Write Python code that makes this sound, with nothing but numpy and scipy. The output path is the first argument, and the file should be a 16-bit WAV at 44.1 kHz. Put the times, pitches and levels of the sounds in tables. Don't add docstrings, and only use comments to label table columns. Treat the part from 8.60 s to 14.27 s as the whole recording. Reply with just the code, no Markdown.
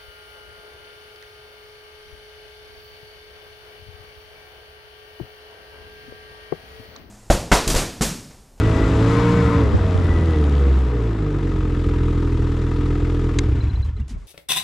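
import sys
import numpy as np
from scipy import signal
from scipy.io import wavfile
from scipy.ndimage import uniform_filter1d

SR = 44100
rng = np.random.default_rng(int(sys.argv[2]) if len(sys.argv) > 2 else 0)


def attenuation_scalar(level_db):
    decades = np.asarray(level_db, float) / 20
    return 10 ** decades


def dump(signal):
    limited = np.clip(np.atleast_2d(signal).T, -1, 1)
    pcm = np.round(limited * 32767).astype(np.int16)
    wavfile.write(sys.argv[1], SR, pcm)


N = 250047
CUT_S = 4.806
IDLE_SPEED = 21
OPPOSITE = np.array([[1], [-1]])


def in_time(rows):
    s, *columns = np.transpose(rows)
    return [np.interp(np.arange(N) / SR, s, c) for c in columns]


def at_hz(points, hz):
    table_hz, values = np.transpose(points)
    return np.interp(np.log(hz), np.log(table_hz), values)


def rms_one(x):
    return x / np.sqrt(np.mean(x ** 2) + 1e-20)


def pan(left_db, right_db):
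    return attenuation_scalar([[left_db], [right_db]])


def butter(x, hz, kind, order=2):
    return signal.sosfilt(signal.butter(order, hz, kind, fs=SR, output="sos"), x)


def drift(rate):
    r = np.exp(-80 * np.pi * rate / SR)
    slow = signal.lfilter([1], [1, -2 * r, r * r], rng.standard_normal(N // 40 + 2002))[2000:]
    return np.interp(np.arange(N) / 40, np.arange(len(slow)), rms_one(slow))


def resonate(x, modes):
    out = 0
    for k, (hz, width, db) in enumerate(modes):
        r = np.exp(-np.pi * width / SR)
        poles = [1, -2 * r * np.cos(2 * np.pi * hz / SR), r * r]
        zeros = np.array([1, 0, -1]) * (1 - r * r) / 2
        out = out + (-1) ** k * attenuation_scalar(db) * signal.lfilter(zeros, poles, x + 1e-18)
    return out


def swells(rows):
    t = np.arange(N, dtype=np.float32) / SR
    return sum(top * np.exp(-np.minimum(((t - s) / half) ** 2, 60)) for s, half, top in rows)


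def loud_swells(rows, rest_db):
    return attenuation_scalar(rest_db) + swells([(s, half, attenuation_scalar(db)) for s, half, db in rows])


def place(out, s, sound):
    part = out[:, round(s * SR):][:, :sound.shape[1]]
    part += sound[:, :part.shape[1]]


def dead_s():
    return np.maximum(np.arange(N) / SR - CUT_S, 0)


def firing_speed():
    # (time [s], speed [turns per s])
    crank = [(0, 53.8), (.35, 53.8), (.52, 57.6), (.7, 58.8), (.99, 56.8), (1.15, 48.6), (1.3, 45.2),
             (1.66, 40.8), (1.82, 36.6), (2.13, 33.1), (2.33, 29.5), (2.78, 23.5), (3.15, 21.0),
             (3.57, 20.8), (3.7, 20.3), (4.04, 20.4), (4.16, 21.0), (4.82, 20.6)]
    return in_time(crank)[0]


def crank_turns():
    # (time [s], angle [turns])
    run_out = [(4.806, 0), (4.855, 1), (4.882, 1.5), (4.915, 2), (4.984, 3), (5.072, 4), (5.128, 4.5),
               (5.192, 5), (5.277, 5.5), (5.394, 6), (5.536, 6.5), (5.75, 7)]
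    turns = np.cumsum(firing_speed() * (1 + 0.0025 * drift(9.3))) / SR
    return np.where(dead_s() > 0, in_time(run_out)[0], turns - turns[round(CUT_S * SR)])


def speed_of(turns):
    return uniform_filter1d(np.gradient(turns) * SR, size=800)


def idling():
    return np.clip((24 - firing_speed()) / 3, 0, 1) * (dead_s() == 0)


def coasting_share(load):
    return (1 - idling()) * (1 - load) * (dead_s() == 0)


def kicks(turns):
    kick_s, between_db = 0.045, -6
    away_s = np.abs((2 * turns + .5) % 1 - .5) / 2 / speed_of(turns)
    opened = np.maximum(np.exp(-(away_s / kick_s) ** 3), attenuation_scalar(between_db))
    return np.where(dead_s() > 0, opened, 1)


def engine(turns):
    # (time [s], load [0-1], exhaust push [dB], imbalance of the cylinders [dB])
    riding = [(0, 0.35, -22.5, 22.5), (.2, 0.16, -31, 29.5), (.4, 0.69, -23, 22), (.8, 0.81, -24.5, -26),
              (.98, 0.97, -22.5, 17), (1.07, 0.98, -34, -5), (1.17, 0.28, -20.5, 7.5),
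              (1.55, 0.01, -21.5, 17.5), (1.78, 0.07, -23.5, 12.5), (2.3, 0.08, -24.5, -3),
              (2.7, 0, -24, -8), (3.0, 0.17, -17.5, 3), (4.78, 0.23, -17, -3.5), (4.9, 0.12, -17.5, -18),
              (5.02, 0.05, -19, -1), (5.29, 0.03, -16.5, -26), (5.5, 0.56, -29.5, -11),
              (5.67, 0.2, -43, .3)]
    load, push_db, odd_db = in_time(riding)
    pulses = firings(turns, load, odd_db)
    pipes = exhaust_push(pulses, load, push_db) + intake_bark(pulses)
    return pipes + hood_hum(pulses) + drive_whine(turns) + pipe_crossings(turns)


def firings(turns, load, odd_db):
    order_db = [-20, -2.5, 9.5, -19.5, 7.5, -1, -30, 10, 10, 24, -22.5, 13]
    coasting_db = {10: -0.5, 12: 1.5, 14: 4.1}
    idle_odd_db = -27
    compression_hz, spark_dies_s = 313, 0.23
    even_db, part_load_db = 1.36, -0.4

    speed, pulses = speed_of(turns), 0
    top_order = np.maximum(120 * np.exp(-dead_s() / spark_dies_s), np.minimum(compression_hz / speed, 34))
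    spread_db = (even_db + part_load_db * 4 * load * (1 - load)) * (dead_s() == 0)
    wander = [.9 * (1 - idling()) * (1 - .7 * load) * drift(8) for _ in range(5)]
    coasting = coasting_share(load)
    for k in range(1, 35):
        pull_db = order_db[min(k, len(order_db)) - 1]
        db = load * pull_db + (1 - load) * (idle_odd_db + odd_db) * (k % 2)
        db = db + coasting_db.get(k, 0) * coasting
        phase = 2 * np.pi * k * turns + (wander[k % 5] if k > 4 else 0)
        pulses = pulses + attenuation_scalar(db) * np.exp(-(k / top_order) ** 2) * np.cos(phase)
    strength = np.interp((2 * turns) % 599, np.arange(600), rng.standard_normal(600))
    return pulses * np.sqrt(2) * speed / 21 * attenuation_scalar(spread_db * strength)


def exhaust_push(pulses, load, push_db):
    # (frequency [Hz], width [Hz], level [dB])
    exhaust_modes = [(43.5, 40, -3.5), (73, 15.5, 2.5), (113.3, 14.7, -1.3)]
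    # (frequency [Hz], width [Hz], level [dB])
    side_pipe = [(148.4, 24.6, -11)]
    frame_db = push_db - 3.5 * idling() + 2 * dead_s()
    frame = resonate(pulses * attenuation_scalar(frame_db), [(68.6, 6.6, 2.65)])
    push = butter(resonate(pulses * attenuation_scalar(push_db), exhaust_modes) - frame, 167, "low")
    return push - resonate(pulses * attenuation_scalar(push_db) * coasting_share(load), side_pipe)


def intake_bark(pulses):
    # (frequency [Hz], width [Hz], level [dB])
    intake_modes = [(196.7, 83, -11.5), (197.5, 116, -10), (296.7, 28, -6), (332.3, 14.8, -10.5),
                    (389.3, 49.7, -13.5), (470.3, 28.4, -16.5)]
    # (time [s], half length [s], level [dB])
    throttle_shut = [
        (1.12, 0.2, -6),
        (2.25, .22, -6),
    ]
    lead_s, fade_db_per_s = .0019, 50
    bark_db = -24.5 + swells(throttle_shut) - fade_db_per_s * np.maximum(dead_s() - .2, 0)
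    early = np.roll(pulses, -round(lead_s * SR))
    bark = butter(resonate(-early * attenuation_scalar(bark_db), intake_modes), 550, "low", order=6)
    return bark * pan(-0.47, 0.47)


def hood_hum(pulses):
    # (time [s], half length [s], level [dB])
    low_panel = [
        (.14, 0.12, -35.5),
        (.36, 0.12, -40.5),
        (1.27, 0.18, -38),
    ]
    hood = [(645, 60, 0)]
    driven = pulses * loud_swells(low_panel, -75)
    return resonate(resonate(driven, hood), hood) * pan(-9.0, -13.0)


def drive_whine(turns):
    # (crank order [1], level [dB])
    drive_tones = [(3, -27), (16, -43), (18, -37.5), (20, -43), (22, -49), (24, -50), (26, -46.5),
                   (30, -57.5), (34, -58), (38, -50.5), (40, -52.5)]
    top_speed, db_per_speed = 59.1, 2
    whine = 0
    for k, db in drive_tones:
        side = pan(4.0, -2.0) if k > 8 else 1
        whine = whine + attenuation_scalar(db + 2.5 * drift(15)) * np.sin(2 * np.pi * k * turns) * side
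    below = np.maximum(top_speed - uniform_filter1d(firing_speed(), size=2000), 0)
    return whine * (attenuation_scalar(5 - db_per_speed * below) + attenuation_scalar(-5 - 2.4 * below))


def pipe_crossings(turns):
    # (crank order [1], time [s], half length [s], level [dB])
    order_swells = [(12.06, 1.8, .14, -37), (13.98, 2.07, 0.1, -33), (14, 2.3, .12, -33.5),
                    (5.98, 2.7, 0.15, -32), (15.97, 2.39, 0.087, -33.5), (18, 2.65, 0.089, -34.5),
                    (8, 2.95, 0.11, -34), (22.04, .2, .2, -46), (25.94, .25, 0.22, -48)]
    waver, out = .5 * drift(8), 0
    for k, s, half, db in order_swells:
        tone = np.sqrt(2) * np.sin(2 * np.pi * k * turns + waver)
        out = out + swells([(s, half, attenuation_scalar(db))]) * tone
    return out


def clatter(turns):
    # (frequency [Hz], density [dB per Hz])
    colour = [(280, -31), (480, -1), (531, 2), (677, -5), (1170, 0), (1290, -6), (1490, -9), (2020, -3.5),
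              (2170, -12.5), (3430, -16), (5500, -23.5), (7550, -27.5), (14800, -68.5)]
    # (frequency [Hz], left minus right [dB])
    left_db = [(60, 0.0), (110, 0.0), (200, 0.0), (370, -7), (680, 7.5), (1260, 4.5), (2310, 10.5),
               (4250, 0.5), (7810, 7), (14400, 24.5)]
    # (frequency [Hz], likeness [0-1])
    likeness = [(60, 1.0), (130, 1.0), (290, 0.67), (630, 1), (1370, 0.84), (3000, 1), (6570, 0.65),
                (14400, 0.27)]
    # (frequency [Hz], width [Hz], level [dB])
    panel_modes = [(969, 18, -4.5), (1210, 210, -18.5), (1750, 62, -16.5), (2047, 70, -16.5),
                   (2530, 320, -36.5), (3420, 150, -30), (4130, 190, -41), (5030, 120, -38.5)]
    lag_s, full_coast = .003, 14

    speed, late = firing_speed(), turns - lag_s * speed_of(turns)
    coasting = uniform_filter1d(np.clip(-np.gradient(speed) * SR / full_coast, 0, 1), size=9000)
    level_db = -39 + 6 * np.log2(speed_of(turns) / IDLE_SPEED) - 2 * coasting
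    level_db = level_db + 1.5 * np.clip((speed - 54) / 3, 0, 1)
    bright_db = 0.6 - 1.14 * coasting + 2.5 * dead_s()

    slow = np.clip((30 - speed) / 9, 0, 1) * np.exp(-dead_s() / .15)
    even = .8 + (.62 - .8) * slow
    burst = .65 + (1.05 - .65) * slow
    stronger = 1 - .5 * np.sin(2 * np.pi * late)
    gate = even + burst * stronger * uniform_filter1d(np.exp(-(2 * late % 1) * 2.5), size=330)

    white, edges, bands = rng.standard_normal((2, 2, N)), 480 * 2 ** np.arange(0, 5.1, .5), 0
    for k, (low, high) in enumerate(zip(edges, edges[1:])):
        hz = np.sqrt(low * high)
        near, apart = butter(white[k % 2], [low, high], "band")
        stray = np.sqrt(np.clip(1 - at_hz(likeness, hz), 0, 1) / 2) * apart * OPPOSITE
        side = attenuation_scalar(at_hz(left_db, hz) / 2 * OPPOSITE)
        dull_db = -2 * slow * (hz < 900)
        gain = attenuation_scalar(at_hz(colour, hz) + bright_db * np.log2(hz / 1200) + dull_db + 0.97 * drift(21))
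        bands = bands + gain * (near + stray) * side * gate ** (.9 if hz > 4000 else 1.1)
    panels = resonate(white[0, 0] * gate ** 2 + .3 * white[1], panel_modes) * pan(9.0, 3.5)
    knock = block_knock(late, slow, white[1, 1])
    return attenuation_scalar(level_db) * kicks(turns) * (rms_one(bands + panels) + knock)


def block_knock(late, slow, chance):
    # (frequency [Hz], width [Hz], level [dB])
    block_modes = [(960, 90, -21), (1265, 55, -11), (1720, 120, -23), (2010, 110, -23), (2550, 250, -33),
                   (3450, 250, -35), (4600, 400, -44)]
    apart = 35
    half_turn = np.floor(2 * late - .1)
    blow_db = 58 - 6 * (1 - half_turn % 2) - 6 * (1 - slow) + 1.5 * chance
    blows = (np.diff(half_turn, prepend=half_turn[0]) > 0) * attenuation_scalar(blow_db)
    blows = (blows + np.roll(blows, apart) + np.roll(blows, 2 * apart)) / 2.6
    return resonate(blows * np.exp(-dead_s() / .25), block_modes) * pan(2.5, -3.0)


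def chassis(turns):
    # (time [s], half
    # length [s], level [dB], frequency [Hz])
    bumps = [(0, 0.015, -13.5, 61), (0.105, 0.033, -18, 57.7), (0.187, 0.043, -19, 75),
             (0.239, 0.048, -14.5, 54.5), (0.351, 0.033, -17.5, 70), (0.654, 0.026, -27, 56),
             (0.765, 0.027, -21, 78.4), (0.856, .04, -27, 65), (0.971, 0.024, -17, 85),
             (1.054, 0.045, -17, 69.5), (1.153, .04, -18.5, 73), (1.216, .03, -21, 68.4),
             (1.415, 0.06, -30, 58), (1.549, 0.056, -28, 55), (5.402, 0.011, -32, 206),
             (5.43, 0.026, -35.5, 133), (5.515, 0.011, -37, 237), (5.548, 0.0092, -37.5, 171),
             (5.585, .012, -42, 139), (5.55, 0.033, -25.5, 42), (5.621, 0.03, -37, 45.5)]
    t, jolts = np.arange(N) / SR, 0
    for s, half, db, hz in bumps:
        jolts = jolts + np.sqrt(2) * swells([(s, half, attenuation_scalar(db))]) * np.cos(2 * np.pi * hz * (t - s))

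    boom = resonate(rng.standard_normal(N), [(29.8, 5.6, 1.5), (63.0, 43.0, 11)])
    boom_db = -40 + 15.5 * np.clip((2 - t) / .4, 0, 1) - 8.2 * dead_s()
    boom = attenuation_scalar(boom_db) * rms_one(butter(boom, 110, "low"))

    drone_db = -33.5 + 6 * np.log2(speed_of(turns) / IDLE_SPEED) + 2.5 * idling()
    drone_db = drone_db + 4 * np.minimum(dead_s() / 0.21, 1)
    unlike = butter(rng.standard_normal(N), 390, "high", order=6) * OPPOSITE
    white = rng.standard_normal(N) + .2 * unlike
    modes = [(30, 21, -22.5), (99, 25, -20.0), (164.0, 97.0, 3.0), (298.0, 60, 2.5), (420, 108, -2.0)]
    drone = rms_one(butter(resonate(white, modes), 441, "low", order=6))
    return jolts + boom + attenuation_scalar(drone_db) * kicks(turns) * drone


def crank_tick(turns):
    swell_speed, speed_range, swell_db = 38.8, 7.8, 9
    angle = turns + .78
    chance = rng.standard_normal(300)[np.floor(angle).astype(int) % 300]
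    since_s = (angle % 1) / firing_speed()
    near_speed = np.exp(-((speed_of(turns) - swell_speed) / speed_range) ** 4)
    tick_db = -57 + swell_db * near_speed - 40 * dead_s()
    burst = np.exp(-since_s / .0011) * attenuation_scalar(tick_db + 14 + 1.2 * chance)
    modes = [(3220, 490, 3.5), (6500, 3600, -29.5), (9400, 350, -2.5)]
    near, apart = resonate(rng.standard_normal((2, N)), modes)
    tick = burst * rms_one(near + .5 * apart * OPPOSITE)
    return butter(tick, 8100, "low", order=4) * pan(2.0, -2.0)


def singing_panel():
    # (time [s], half length [s], level [dB])
    high_panel = [
        (.01, .025, -41),
        (.075, .03, -41),
        (.2, .075, -39.5),
        (.55, .12, -45),
        (.9, .17, -45),
        (1.53, .08, -42),
        (1.72, .1, -46),
    ]
    mode = [(1965, 44, 0)]
    whistle = rms_one(resonate(resonate(rng.standard_normal(N), mode), mode))
    return loud_swells(high_panel, -62) * np.exp(-dead_s() / .1) * whistle * pan(3.0, -3.0)


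def valve_hiss(turns):
    since_s = (turns + .5) % 1 / IDLE_SPEED
    hiss = rms_one(resonate(rng.standard_normal(N), [(10200, 250, 0)]))
    return attenuation_scalar(-70) * idling() * np.exp(-(since_s / .011) ** 2) * hiss * pan(2.0, -2.0)


def rattle(turns):
    knocks_per_s, rise_s, fade_db_per_s = 700, 0.2, 26
    level = attenuation_scalar(-43 - fade_db_per_s * dead_s()) * np.minimum(dead_s() / rise_s, 1) * kicks(turns)
    strength = attenuation_scalar(4.0 * np.minimum(rng.exponential(size=N), 2.5))
    knocks = (rng.random(N) < knocks_per_s / SR) * strength * level
    dealt, pitches = rng.integers(0, 12, N), np.geomspace(700, 3400, 12)
    rings = sum(resonate(knocks * (dealt == k), [(hz, 260, 30)]) for k, hz in enumerate(pitches))
    return butter(rings, 3500, "low") * pan(2.5, -2.5)


def switch_click():
    # (time [s], peak level [dB])
    snaps = [
        (4.7864, -26),
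        (4.7875, -12),
        (4.7894, -19.5),
        (4.7908, -13.5),
    ]
    # (frequency [Hz], width [Hz], level [dB])
    case_modes = [(1080, 190, 0.5), (1314, 250, -3), (1640, 210, 1.5), (2130, 120, 4), (2500, 240, 0),
                  (3300, 280, 1), (3900, 260, 1), (4730, 500, -4.5), (6100, 390, -4), (7000, 1100, -8.5),
                  (9400, 1300, -21)]
    out, t = np.zeros((2, N)), np.arange(4000) / SR
    for s, db in snaps:
        snap = resonate(rng.standard_normal(4000) * np.exp(-t / .0005), case_modes)
        place(out, s, attenuation_scalar(db) * snap / np.abs(snap).max() * pan(2.0, -2.0))
    return out


def metal_clinks():
    # (time [s], peak level [dB], frequency [Hz], left minus right [dB])
    clinks = [(4.93, -42, 2350, 4), (4.967, -34, 1410, 6), (5.052, -40, 2230, 6), (5.285, -44, 3150, 4),
              (5.314, -46, 1400, 3), (4.964, -23, 300, 0), (5.004, -39, 1650, 6), (5.008, -40, 2250, 6),
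              (5.092, -36, 1570, 7), (5.172, -36, 950, 6), (5.14, -41, 2200, 6), (5.205, -42, 2100, 6),
              (5.254, -40, 1100, 6), (5.29, -42, 1800, 5), (5.228, -42, 1600, 6), (5.272, -48, 3150, 4),
              (5.364, -45, 1280, 4), (5.438, -53, 1030, 5), (5.368, -48, 2070, 15), (5.395, -42, 2000, 5),
              (5.414, -45, 2780, 8), (5.545, -47, 2260, 8), (5.547, -50, 1350, 5), (5.576, -51, 1040, -11),
              (5.619, -51, 2180, 9), (5.622, -50, 1160, 5)]
    # (time [s], peak level [dB])
    ring_touches = [
        (5.007, -35),
        (5.05, -49),
        (5.098, -39),
        (5.155, -37),
        (5.226, -36),
        (5.252, -50),
        (5.366, -48),
    ]
    bounce_s, bounce_db, bounce_hz = .007, -11, 60
    touches = [(s + k * bounce_s, db + 3.5 + k * bounce_db, 4025 + k * bounce_hz, 3.2)
               for s, db in ring_touches for k in range(2)]
    out, t = np.zeros((2, N)), np.arange(4000) / SR
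    for s, db, hz, pan_db in clinks + touches:
        clink = np.sin(2 * np.pi * hz * t) * np.exp(-t / 0.0056) * np.minimum(t / 0.004, 1)
        place(out, s, attenuation_scalar(db) * clink * pan(pan_db / 2, -pan_db / 2))
    return out


def cloth_scuffs():
    # (time [s], level [dB], length [s])
    rubs = [
        (4.986, -58, 0.015),
        (5.216, -53.5, 0.011),
        (5.242, -51, 0.034),
        (5.362, -63, 0.026),
        (5.398, -54, 0.012),
        (5.479, -42.5, 0.0095),
        (5.49, -43, 0.039),
        (5.578, -60, 0.21),
    ]
    out, t = np.zeros((2, N)), np.arange(4000) / SR
    for s, db, length in rubs:
        mid, side = butter(rng.standard_normal((2, 4000)), [400, 8000], "band", order=3)
        shape = np.minimum(t / 0.0021, 1) * np.exp(-(t / length) ** 2)
        place(out, s, attenuation_scalar(db) * shape * (mid + 0.3 * side * OPPOSITE))
    return out


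def wind():
    # (time [s], half length [s], level [dB])
    gusts = [(.92, 0.055, -43), (1.1, .07, -29), (1.22, 0.086, -37), (1.37, 0.042, -27), (1.5, 0.077, -45),
             (1.6, .03, -49), (1.93, .02, -50), (4.36, .02, -56), (5.28, 0.017, -57), (5.4, 0.04, -64),
             (5.58, 0.054, -47)]
    rumble = rms_one(butter(rng.standard_normal(N), 90, "low", order=1))
    lumps = attenuation_scalar(-7 * drift(25))
    return loud_swells(gusts, -94) * lumps * butter(rumble, 900, "low") * OPPOSITE


def still_air():
    return attenuation_scalar(-69) * rms_one(butter(rng.standard_normal((2, N)), [200, 3000], "band"))


def scene():
    turns = crank_turns()
    machine = engine(turns) + clatter(turns) + chassis(turns)
    machine = machine + crank_tick(turns) + singing_panel() + valve_hiss(turns)
    small_parts = rattle(turns) + switch_click() + metal_clinks() + cloth_scuffs()
    return machine + small_parts + wind() + still_air()


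def band_limit(x):
    return signal.sosfilt(signal.butter(12, 14960, fs=SR, output="sos"), x)


def record(dry):
    heard = butter(dry, 11.0, "high", order=1)
    return band_limit(heard)


dry = scene()
out = record(dry)
dump(out)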